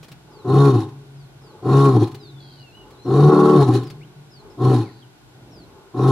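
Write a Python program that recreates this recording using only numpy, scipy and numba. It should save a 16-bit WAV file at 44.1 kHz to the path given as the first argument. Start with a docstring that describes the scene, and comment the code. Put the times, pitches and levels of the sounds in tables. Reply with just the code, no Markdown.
"""A lion roars in grassland

A lion gives five deep roars that swell, hold and sag; the first four end in throaty gulps. Its heavy vocal
folds beat unevenly, splitting into strong and weak beats in the longest roar. Throat and mouth ring, and
air rasps once a cycle. Grass scatters the treble and far trees return the bass. Small birds whistle and
buzz in the distance, and dry ticks sound over a faint hush."""
import sys
import numpy as np
from scipy import signal
from scipy.fft import rfft, irfft, next_fast_len
from scipy.io import wavfile
from scipy.ndimage import uniform_filter1d, minimum_filter1d
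from numba import njit

SR = 44100
rng = np.random.default_rng(int(sys.argv[2]) if len(sys.argv) > 2 else 0)


def file_out(sig):
    """Save sig as 16-bit WAV at sys.argv[1]."""
    # one column per channel
    cols = np.atleast_2d(sig).T
    # limit, then scale
    lim = np.clip(cols, -1, 1)
    pcm = np.round(lim * 32767).astype(np.int16)
    wavfile.write(sys.argv[1], SR, pcm)


N = 269803
TIME = np.arange(N) / SR


def undb(db):
    """Turn decibels into a multiplier."""
    return 10 ** (np.asarray(db) / 20)


def unit(x):
    """Scale a sound so its average power is 1."""
    return x / np.sqrt(np.mean(x ** 2))


def steady(x, size=2200):
    """Even out slow changes in loudness; single beats keep their differences."""
    power = uniform_filter1d(uniform_filter1d(x ** 2, size), size // 2)
    return x / np.sqrt(np.abs(power) + 1e-12)


def noise():
    return rng.standard_normal(N)


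def band(x, lo_hz, hi_hz, order=4):
    """Keep what lies between two frequencies."""
    return signal.sosfilt(signal.butter(order, [lo_hz, hi_hz], "band", fs=SR, output="sos"), x)


def band_noise(lo_hz, hi_hz, order=2):
    """Noise between two frequencies; a very low band makes a random wobble."""
    return unit(band(noise(), lo_hz, hi_hz, order))


def colour(x, points):
    """Shape the bass and treble along (frequency_hz, gain_db) points."""
    hz, db = np.transpose(points)
    size = next_fast_len(len(x) + SR // 10)
    freq = np.maximum(np.arange(size // 2 + 1) * SR / size, 1)
    gain = undb(np.interp(np.log(freq), np.log(hz), db))
    return irfft(rfft(x, size) * gain, size)[:len(x)]


@njit
def moving_filter(x, hz, width_hz):
    """Pass a band of sound whose centre can move at every sample."""
    out, band_state, low_state = np.empty(len(x)), 0., 0.
    for i in range(len(x)):
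        tuning, damping = np.tan(np.pi * hz[i] / SR), width_hz / hz[i]
        swing = (band_state + tuning * (x[i] + 1e-18 - low_state)) / (1 + tuning * (tuning + damping))
        band_state = 2 * swing - band_state
        low_state += 2 * tuning * swing
        out[i] = damping * swing
    return out


def ring(x, hz, width_hz):
    """One resonance: a pitch, still or moving, at which a hollow space rings."""
    return moving_filter(x, hz * np.ones(N), float(width_hz))


def pipe(x, resonances, scale=1):
    """The steep resonances of a pipe; neighbours swing in opposite directions."""
    return sum((-1) ** k * undb(db) * ring(ring(x, hz * scale, width), hz * scale, width)
               for k, (hz, width, db) in enumerate(resonances))


def add(out, start_s, sound):
    """Mix a sound in at a given time."""
    i = int(start_s * SR)
    out[i:i + len(sound)] += sound[:N - i]


def bump(at_s, half_s):
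    """A smooth rise and fall around a time."""
    return np.exp(-((TIME - at_s) / half_s) ** 2)


# The tone of still air over the plain: frequency_hz, relative_db
AIR_TONE = [(26, -55), (45, 0.5), (70, -9.5), (123, 2), (190, -7.5), (359, -4.5), (494, -15.5),
            (825, -11.5), (1310, -23), (1450, -14), (1720, -24.5), (4040, -26.5), (5830, -32),
            (13400, -37.5), (15500, -55)]

def still_air(level_db=-50.5, swell_db=2):
    """A faint, wide hush that swells in the bass, with a low boom dying away at the start."""
    mid, side = (unit(colour(noise(), AIR_TONE)) for _ in range(2))
    side = colour(side, [(30, 14), (120, -21), (500, -4.5), (1300, -2.5), (3000, 3), (12000, 2.5)])
    swell = undb(swell_db * band_noise(1, 1.03, order=1)) - 1
    mid = mid + swell * colour(mid, [(500, 3.5), (2000, -23)])
    boom = undb(-41.5 - 42 * TIME) * band_noise(132, 162)
    return undb(level_db) * np.array([mid + side, mid - side]) + boom


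# Small dry ticks: start_s, relative_db
DRY_TICKS = [(0.027, -30), (0.0418, -34.5), (0.0815, -33.5), (0.115, -29), (0.8857, -40), (2.0714, -31),
             (2.113, -35), (2.144, -27.5), (2.904, -38.5), (3.8294, -32), (3.867, -34), (3.899, -27.5)]

def ticks(decay_s=0.0053):
    """Tiny bursts of noise make dry crackles."""
    out, t = np.zeros(N), TIME[:SR // 16]
    shape = t / decay_s * np.exp(-t / decay_s)
    for start, db in DRY_TICKS:
        add(out, start, undb(db - 4.5) * shape * rng.standard_normal(len(t)))
    return colour(out, [(300, 11.5), (1500, 3.5), (4200, 3.5), (6500, -5), (10000, -7.5), (13000, -10.5)])


# The lion breathes in before each roar: start_s, length_s, level_db
BREATHS = [(0.238, 0.32, -47.5), (1.4, 0.27, -47), (2.732, 0.34, -49), (4.371, 0.21, -48),
           (5.63, 0.37, -50.5)]

def breaths():
    """Air drawn softly through the open jaws."""
    swell = np.zeros(N)
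    for start, length, db in BREATHS:
        add(swell, start, undb(db) * np.hanning(int(length * SR)) ** .5)
    air = pipe(noise(), [(401, 140, 5), (845, 58, 1.5), (1060, 260, -6), (1400, 340, -19)])
    return swell * unit(band(air, 170, 1900))


def whistle(hz, db, quaver=0.0054):
    """One bird note swells and fades along a slightly shaky glide in pitch."""
    progress = np.linspace(0, 1, len(hz))
    wobble = unit(uniform_filter1d(rng.standard_normal(SR), 260))[:len(hz)]
    phase = 2 * np.pi * np.cumsum(hz * (1 + quaver * wobble)) / SR
    return undb(db) * 2 * np.sqrt(progress * (1 - progress)) * np.sin(phase)


# One bird repeats a falling whistle: start_s, length_s, middle_hz, level_db
FALLING_NOTES = [(0.308, 0.14, 4370, -58), (1.16, 0.11, 4580, -62.5), (1.405, 0.14, 4660, -59.5),
                 (2.199, .13, 4360, -51), (3.025, 0.087, 5470, -60), (3.836, .1, 4790, -53.5),
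                 (4.302, 0.12, 4640, -52.5), (5.507, 0.15, 4740, -54.5)]
# Another sings bending notes: start_s, length_s, first_hz, middle_hz, last_hz, level_db
BENDING_NOTES = [(2.16, 0.17, 4460, 3740, 3600, -56), (2.31, .27, 3720, 3320, 3180, -56.5),
                 (2.572, 0.15, 3030, 2800, 2525, -52.5), (2.633, 0.17, 4460, 4140, 3900, -64),
                 (2.719, .13, 2710, 2940, 2730, -50.5), (2.917, 0.059, 4300, 3930, 3350, -61),
                 (2.968, 0.17, 3900, 4145, 3990, -55), (4.005, .047, 1770, 2620, 3270, -51.5),
                 (4.5, .035, 5320, 5220, 5040, -59), (4.827, 0.089, 2710, 2190, 1724, -54),
                 (5.009, 0.044, 3670, 3140, 2820, -55.5)]
# Bird buzzes: start_s, length_s, level_db
BUZZ_NOTES = [(2.384, 0.27, -57), (4.805, 0.23, -62.5)]

def birds(fall_octaves_per_s=3.8, trill_hz=99, trill_depth=0.77):
    """Far birds sing gliding whistles and buzzes of rapidly pulsing hiss."""
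    song, buzz_level = np.zeros((2, N))
    for start, length, hz, db in FALLING_NOTES:
        octaves = fall_octaves_per_s * (length / 2 - TIME[:int(length * SR)])
        add(song, start, whistle(hz * 2 ** octaves, db))
    for start, length, first, middle, last, db in BENDING_NOTES:
        bend = np.polyfit([0, .5, 1], [first, middle, last], 2)
        add(song, start, whistle(np.polyval(bend, np.linspace(0, 1, int(length * SR))), db))
    for start, length, db in BUZZ_NOTES:
        add(buzz_level, start, undb(db) * signal.windows.tukey(int(length * SR), .2))
    trill = 1 + trill_depth * np.sin(2 * np.pi * trill_hz * TIME)
    buzz = buzz_level * band_noise(3940, 4710, order=3) * trill
    flicker = undb(2.2 * band_noise(29, 58))  # moving air makes far whistles flicker
    return song * flicker + buzz


# The five roars: start_s, swell_s, hold_s, release_s, top_pitch_hz, sagged_pitch_hz, level_db,
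# extra_mouth_db, rasp_surge_db, top_roughness (0-1), top_split (strong-weak depth), voice_break (0-1)
ROAR_SHAPES = [(0.44, 0.18, .05, .12, 139.8, 106.1, 0, 0, 1.5, 0.19, 0.19, 0.16),
               (1.622, 0.17, .078, 0.15, 138, 110.9, -0.55, 0.9, 3, .15, 0.24, 0.17),
               (3.046, 0.25, .268, 0.2, 148.7, 121.1, 1.7, -2, -3, 0.55, 1.32, 1),
               (4.57, .114, .03, 0.084, 128.3, 107.9, -3.25, 0.5, 1, 0.84, 0.48, 0),
               (5.933, .173, .1, 0.099, 133, 108, -2.5, 1, 2.5, 0.4, 0.2, 0.41)]
# How loud each part of the voice is through a roar: full_db, swell_db, sag_db, break_db, last_push_db
CHEST_LEVELS = (-9.5, 21.5, 16.5, -15.5, -1)
THROAT_LEVELS = (-15.5, 7.5, 11, 3, 5)
MOUTH_LEVELS = (-23, 11, 18, 2.6, 0.9)
RASP_LEVELS = (-39.5, 14.5, 8.5, -3, 0.7)

def roars(start_hz=120, open_s=0.014, sag_s=0.135, close_s=0.076, break_s=0.031,
          slack_rough=0.94, slack_split=0.18, firm_from=0.72):
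    """Each roar swells, holds and sags; that effort sets pitch, roughness and the four parts' loudness."""
    pitch = np.full(N, float(start_hz))
    rough, split, effort, broken = np.zeros((4, N))
    gains = np.zeros((4, N))  # chest, throat, mouth, rasp
    levels = np.transpose([CHEST_LEVELS, THROAT_LEVELS, MOUTH_LEVELS, RASP_LEVELS])
    full_db, swell_db, sag_db, break_db, push_db = levels[:, :, None]
    for (start, swell, hold, release, top_hz, sagged_hz, db,
         mouth_db, surge_db, top_rough, top_split, voice_break) in ROAR_SHAPES:
        now = slice(int(start * SR), N)
        t = np.maximum(TIME[now] - start, 0)
        hold_end, after_hold = start + swell + hold, t - swell - hold
        rise = np.sin(np.pi / 2 * np.minimum(t / swell, 1))
        sag = np.clip(after_hold / sag_s, 0, 1)
        effort[now] = rise * (1 - sag)
        pitch[now] = start_hz + (top_hz - start_hz) * rise ** 1.2 + (sagged_hz - top_hz) * sag
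        # the folds firm up with effort, and swing more cleanly for a moment as the pressure eases
        firm = np.clip((effort[now] - firm_from) / (1 - firm_from), 0, 1) ** 2
        ease = 0.64 * bump(hold_end + 0.047, half_s=0.045)[now]
        rough[now] = (slack_rough + (top_rough - slack_rough) * firm) * (1 - ease)
        split[now] = slack_split + (top_split - slack_split) * firm
        # a voice break lasts as long as the hold, and a last push of air follows
        broken[now] = voice_break * np.clip(np.minimum(t - swell, -after_hold) / break_s + .5, 0, 1)
        push = bump(hold_end + 0.013, half_s=0.023)[now]
        # the roar opens softly, then the folds catch
        soft_start = 1 - np.clip((t - 0.029) / 0.012, 0, 1)
        fade_in = np.minimum(t / open_s, 1) * undb(-6.5 * soft_start)
        fade_out = np.exp(-(np.maximum(after_hold - release, 0) / close_s) ** 2)
        shape_db = full_db - swell_db * (1 - rise) - sag_db * sag + break_db * broken[now] + push_db * push
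        gains[:, now] = fade_in * fade_out * undb(db + shape_db)
        gains[2, now] *= undb(mouth_db)
        gains[3, now] *= undb(surge_db * bump(start + swell, half_s=0.064)[now])
    return pitch, rough, split, effort, broken, gains


def fold_beats(cycles, rough, split, jitter_s, shimmer_db):
    """The vocal folds beat once a cycle, strong then weak; roughness scatters the times and sizes."""
    beat = np.arange(1, int(cycles[-1]))
    at = np.interp(beat, cycles, np.arange(N))
    here = at.astype(int)
    chance = rng.standard_normal((len(beat), 2))
    at = np.clip(at + SR * jitter_s * rough[here] * chance[:, 0], 0, N - 2)
    size = (1 + split[here] * (-1.) ** beat) * undb(shimmer_db * rough[here] * chance[:, 1])
    i, part = at.astype(int), at % 1  # each beat is shared between two samples
    return steady(np.bincount(i, size * (1 - part), N) + np.bincount(i + 1, size * part, N))


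def chest(cycles, rough, flutter=0.1):
    """The round, lowest tone of the voice; slack folds make its size and timing waver."""
    size_waver, phase_waver = (flutter * rough * band_noise(24, 36) for _ in range(2))
    return np.sqrt(2) * (1 + size_waver) * np.sin(2 * np.pi * cycles + 2 * phase_waver)


# Where the long throat rings: pitch_hz, width_hz, gain_db
THROAT_RINGS = [(187, 78, -2), (301.2, 53, 0.5), (349.4, 70, -1), (439.3, 84, -1.5), (585, 31, -11.5)]

def throat(drive, opening, gulp, broken, groan_hz):
    """The throat rings low, and a groan stands out in gulps and voice breaks."""
    tone = band(pipe(drive, THROAT_RINGS, scale=opening ** 0.44), 158, 607)
    # the voice box sinks as each roar dies, so one resonance slides down with the pitch
    tone = tone + undb(-8.5) * ring(tone, 400 * opening, width_hz=99)
    groan_gain = undb(6.5) * gulp + undb(0.5) * broken
    return steady(tone + groan_gain * ring(tone, groan_hz, width_hz=33))


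# Where the open mouth rings: pitch_hz, width_hz, gain_db
MOUTH_RINGS = [(766, 274, -5), (979, 65, -10), (1084.8, 77, 9), (1294, 62, -2), (1340, 168, -6.5),
               (1435, 66, -18), (1837, 200, -22.5)]

def mouth(drive, opening, effort, broken, gulp, sweep):
    """The mouth rings; the jaw's ring rises with effort and in gulps, and grows as the mouth closes."""
    jaw_hz = 735.7 + 28 * effort + 45 * broken + 134 * sweep
    jaw_db = 9 - 5 * (effort + broken) + 6 * gulp
    jaw = pipe(drive, [(jaw_hz, 72, jaw_db)])
    return steady(pipe(drive, MOUTH_RINGS, scale=opening ** 0.25) + jaw)


def wet_rattle(pockets=7, pops_per_s=220, width_hz=90, wander=0.0615):
    """Saliva flutters in the breath: scattered pops ring small pockets whose pitch wanders."""
    out = 0
    for hz in np.geomspace(2500, 7400, pockets):
        pops = (rng.random(N) < pops_per_s / SR) * noise()
        drift = np.interp(TIME, np.linspace(0, TIME[-1], 90), rng.standard_normal(90))
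        out = out + ring(pops, hz * np.exp(wander * drift), width_hz)
    return unit(out)


# The tone of air rushing past the teeth: frequency_hz, gain_db
RASP_TONE = [(1200, -3), (1700, 1.5), (2150, -9), (2600, -7), (3400, -6.5), (3700, -3.5), (4200, 0.5),
             (4800, -10), (5800, -10.5), (7500, -13.5), (8300, -17), (10200, -9.5), (12000, -23.5),
             (15000, -25)]
# Narrow rings at the front of the mouth: pitch_hz, width_hz, gain_db
TEETH_RINGS = [(3830, 45, -22), (3730, 32, 5), (4400, 200, -41), (5756, 34, 8)]

def rasp(puffs, beats):
    """Puffs of air, fold beats and a wet rattle rush out past the teeth."""
    hiss = colour(unit(puffs * noise()) + 0.36 * beats + 0.45 * wet_rattle(), RASP_TONE)
    return steady(hiss + sum(undb(db) * ring(hiss, hz, width) for hz, width, db in TEETH_RINGS))


# Gulps as a roar dies: middle_s, voice_boost_db, mouth_boost_db, rasp_boost_db, groan_pitch_hz
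THROAT_GULPS = [(0.768, 8, 5, 2.5, 285), (0.815, 2.5, 6.5, 6.5, 313), (0.867, 0.5, -1, -8, 394),
                (1.972, 11, 10, 2, 287), (2.031, 13.5, 11, 10, 353), (2.089, -4, 2.5, -2, 380),
                (3.624, 2, 10, 5, 436.5), (3.7, 10.5, 16.5, 3.7, 290), (3.754, 7.5, 9.5, 11.5, 340),
                (3.866, 1, 0, 2, 338.6), (4.762, 4, 3.5, 7.5, 255), (4.81, 3, -0.5, 3.5, 326)]

def gulps(half_s=0.026, pinch_db=2, rest_hz=264, slide_hz=35):
    """The throat catches, then lets go: the level dips, then jumps while the groan slides up."""
    lift_db, gulp, sweep, groan_hz = np.zeros((4, N)), 0, 0, rest_hz
    for at, voice_db, mouth_db, rasp_db, hz in THROAT_GULPS:
        pinch, burst = bump(at - 0.047, half_s=0.013), bump(at, half_s)
        from_middle = (TIME - at) / half_s
        lift_db += np.outer([voice_db, voice_db, mouth_db, rasp_db], burst) - pinch_db * pinch
        gulp += burst
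        sweep += burst * (from_middle + .5)
        groan_hz += burst * (hz - rest_hz + slide_hz * from_middle)
    return undb(lift_db), gulp, sweep, groan_hz


def lion(air_leak=0.46, puff_cycles=0.88):
    """Fold beats and puffs of air ring the throat and mouth above a round chest tone."""
    pitch, rough, split, effort, broken, gains = roars()
    lift, gulp, sweep, groan_hz = gulps()
    chest_gain, throat_gain, mouth_gain, rasp_gain = gains * lift
    cycles = np.cumsum(pitch) / SR
    beats = fold_beats(cycles, rough, split, jitter_s=0.00032, shimmer_db=3.5)
    # under strain part of the folds swings on its own, five beats to every four
    beats += 0.56 * split * fold_beats(cycles * 1.25, rough, np.zeros(N), jitter_s=0.00045, shimmer_db=3)
    # air escapes in a puff after each beat, in uneven gusts
    gusts = undb(1.1 * band_noise(4.5, 90))
    puffs = (air_leak + np.exp(-(cycles % 1) / puff_cycles)) * gusts
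    drive = beats + rough * unit(puffs * noise())
    # the mouth opens with effort, so its resonances rise and sink with the pitch
    opening = np.minimum(pitch, 143) / 139
    voice = (chest_gain * chest(cycles, rough)
             + throat_gain * throat(drive, opening, gulp, broken, groan_hz)
             + mouth_gain * mouth(drive, opening, effort, broken, gulp, sweep))
    # little below the lowest tone leaves the mouth, and soft flesh dulls the top
    voice = colour(voice, [(55, -24), (80, -19), (100, 0), (1800, 0), (2150, -6.5)])
    hiss = rasp_gain * rasp(puffs, beats)
    rumble = undb(-43.5) * (chest_gain + throat_gain) * band_noise(35, 110)
    surges = undb(1.18 * band_noise(8.1, 28))  # the wet throat lets the rasp through unevenly
    return voice + surges * hiss + rumble


def echoes(x, bush_fade_s=0.38, plain_fade_s=1.87, trees_delay_s=0.48, trees_spread_s=0.34):
    """Nearby bushes answer at once, the plain rolls on, and the deep tree line returns the bass late."""
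    t = TIME[:2 * SR]

    def echo(shape, db, tone):
        reflections = rng.standard_normal(len(t)) * shape
        return undb(db) * colour(reflections / np.sqrt(np.sum(reflections ** 2)), tone)

    bushes = echo(undb(-60 * t / bush_fade_s) * (t > .015), db=-21,
                  tone=[(150, 1.2), (400, 1.3), (1200, 14.8), (8000, 2.3)])
    plain = echo(undb(-60 * t / plain_fade_s) * (t > .04), db=-30,
                 tone=[(140, 1), (400, 1), (1200, -4), (4000, -8), (10000, -36.5)])
    trees = echo(np.exp(-((t - trees_delay_s) / trees_spread_s) ** 2), db=-29,
                 tone=[(100, -24), (136, 1.5), (160, 4), (450, -38), (1200, -32), (4000, -51.5)])
    return signal.fftconvolve(x, bushes + plain + trees)[:N]


# How much sound the grass scatters sideways: frequency_hz, side_gain_db
GRASS_SCATTER = [(100, -72), (380, -19.5), (700, -18), (1300, -7), (2400, -5.5), (8000, -3), (15000, -6.5)]

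def grass(x, scatter_s=0.0063, balance_db=1.07):
    """Stalks scatter the treble differently towards each ear."""
    t = TIME[:1024]
    spectrum = rfft(rng.standard_normal(len(t)) * np.exp(-t / scatter_s))
    scramble = irfft(spectrum / np.abs(spectrum))  # smears timing, keeps each pitch as loud
    side = colour(signal.fftconvolve(x, scramble)[:N], GRASS_SCATTER)
    return np.array([(x + side) * undb(balance_db / 2), (x - side) * undb(-balance_db / 2)])


def scene():
    """Every sound and its echoes pass through the grass, over the hush of the plain."""
    sources = lion() + breaths() + birds() + ticks()
    return grass(sources + echoes(sources)) + still_air()


def record(dry):
    """A limiter turns down any peak near full scale, and the highest treble is cut."""
    ceiling, top_hz = .97, 15700
    safe_gain = ceiling / np.maximum(np.abs(dry).max(axis=0), ceiling)
    gain = uniform_filter1d(minimum_filter1d(safe_gain, size=301), size=301)
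    return signal.sosfilt(signal.ellip(8, .2, 70, top_hz, fs=SR, output="sos"), gain * dry)


dry = scene()
out = record(dry)
file_out(out)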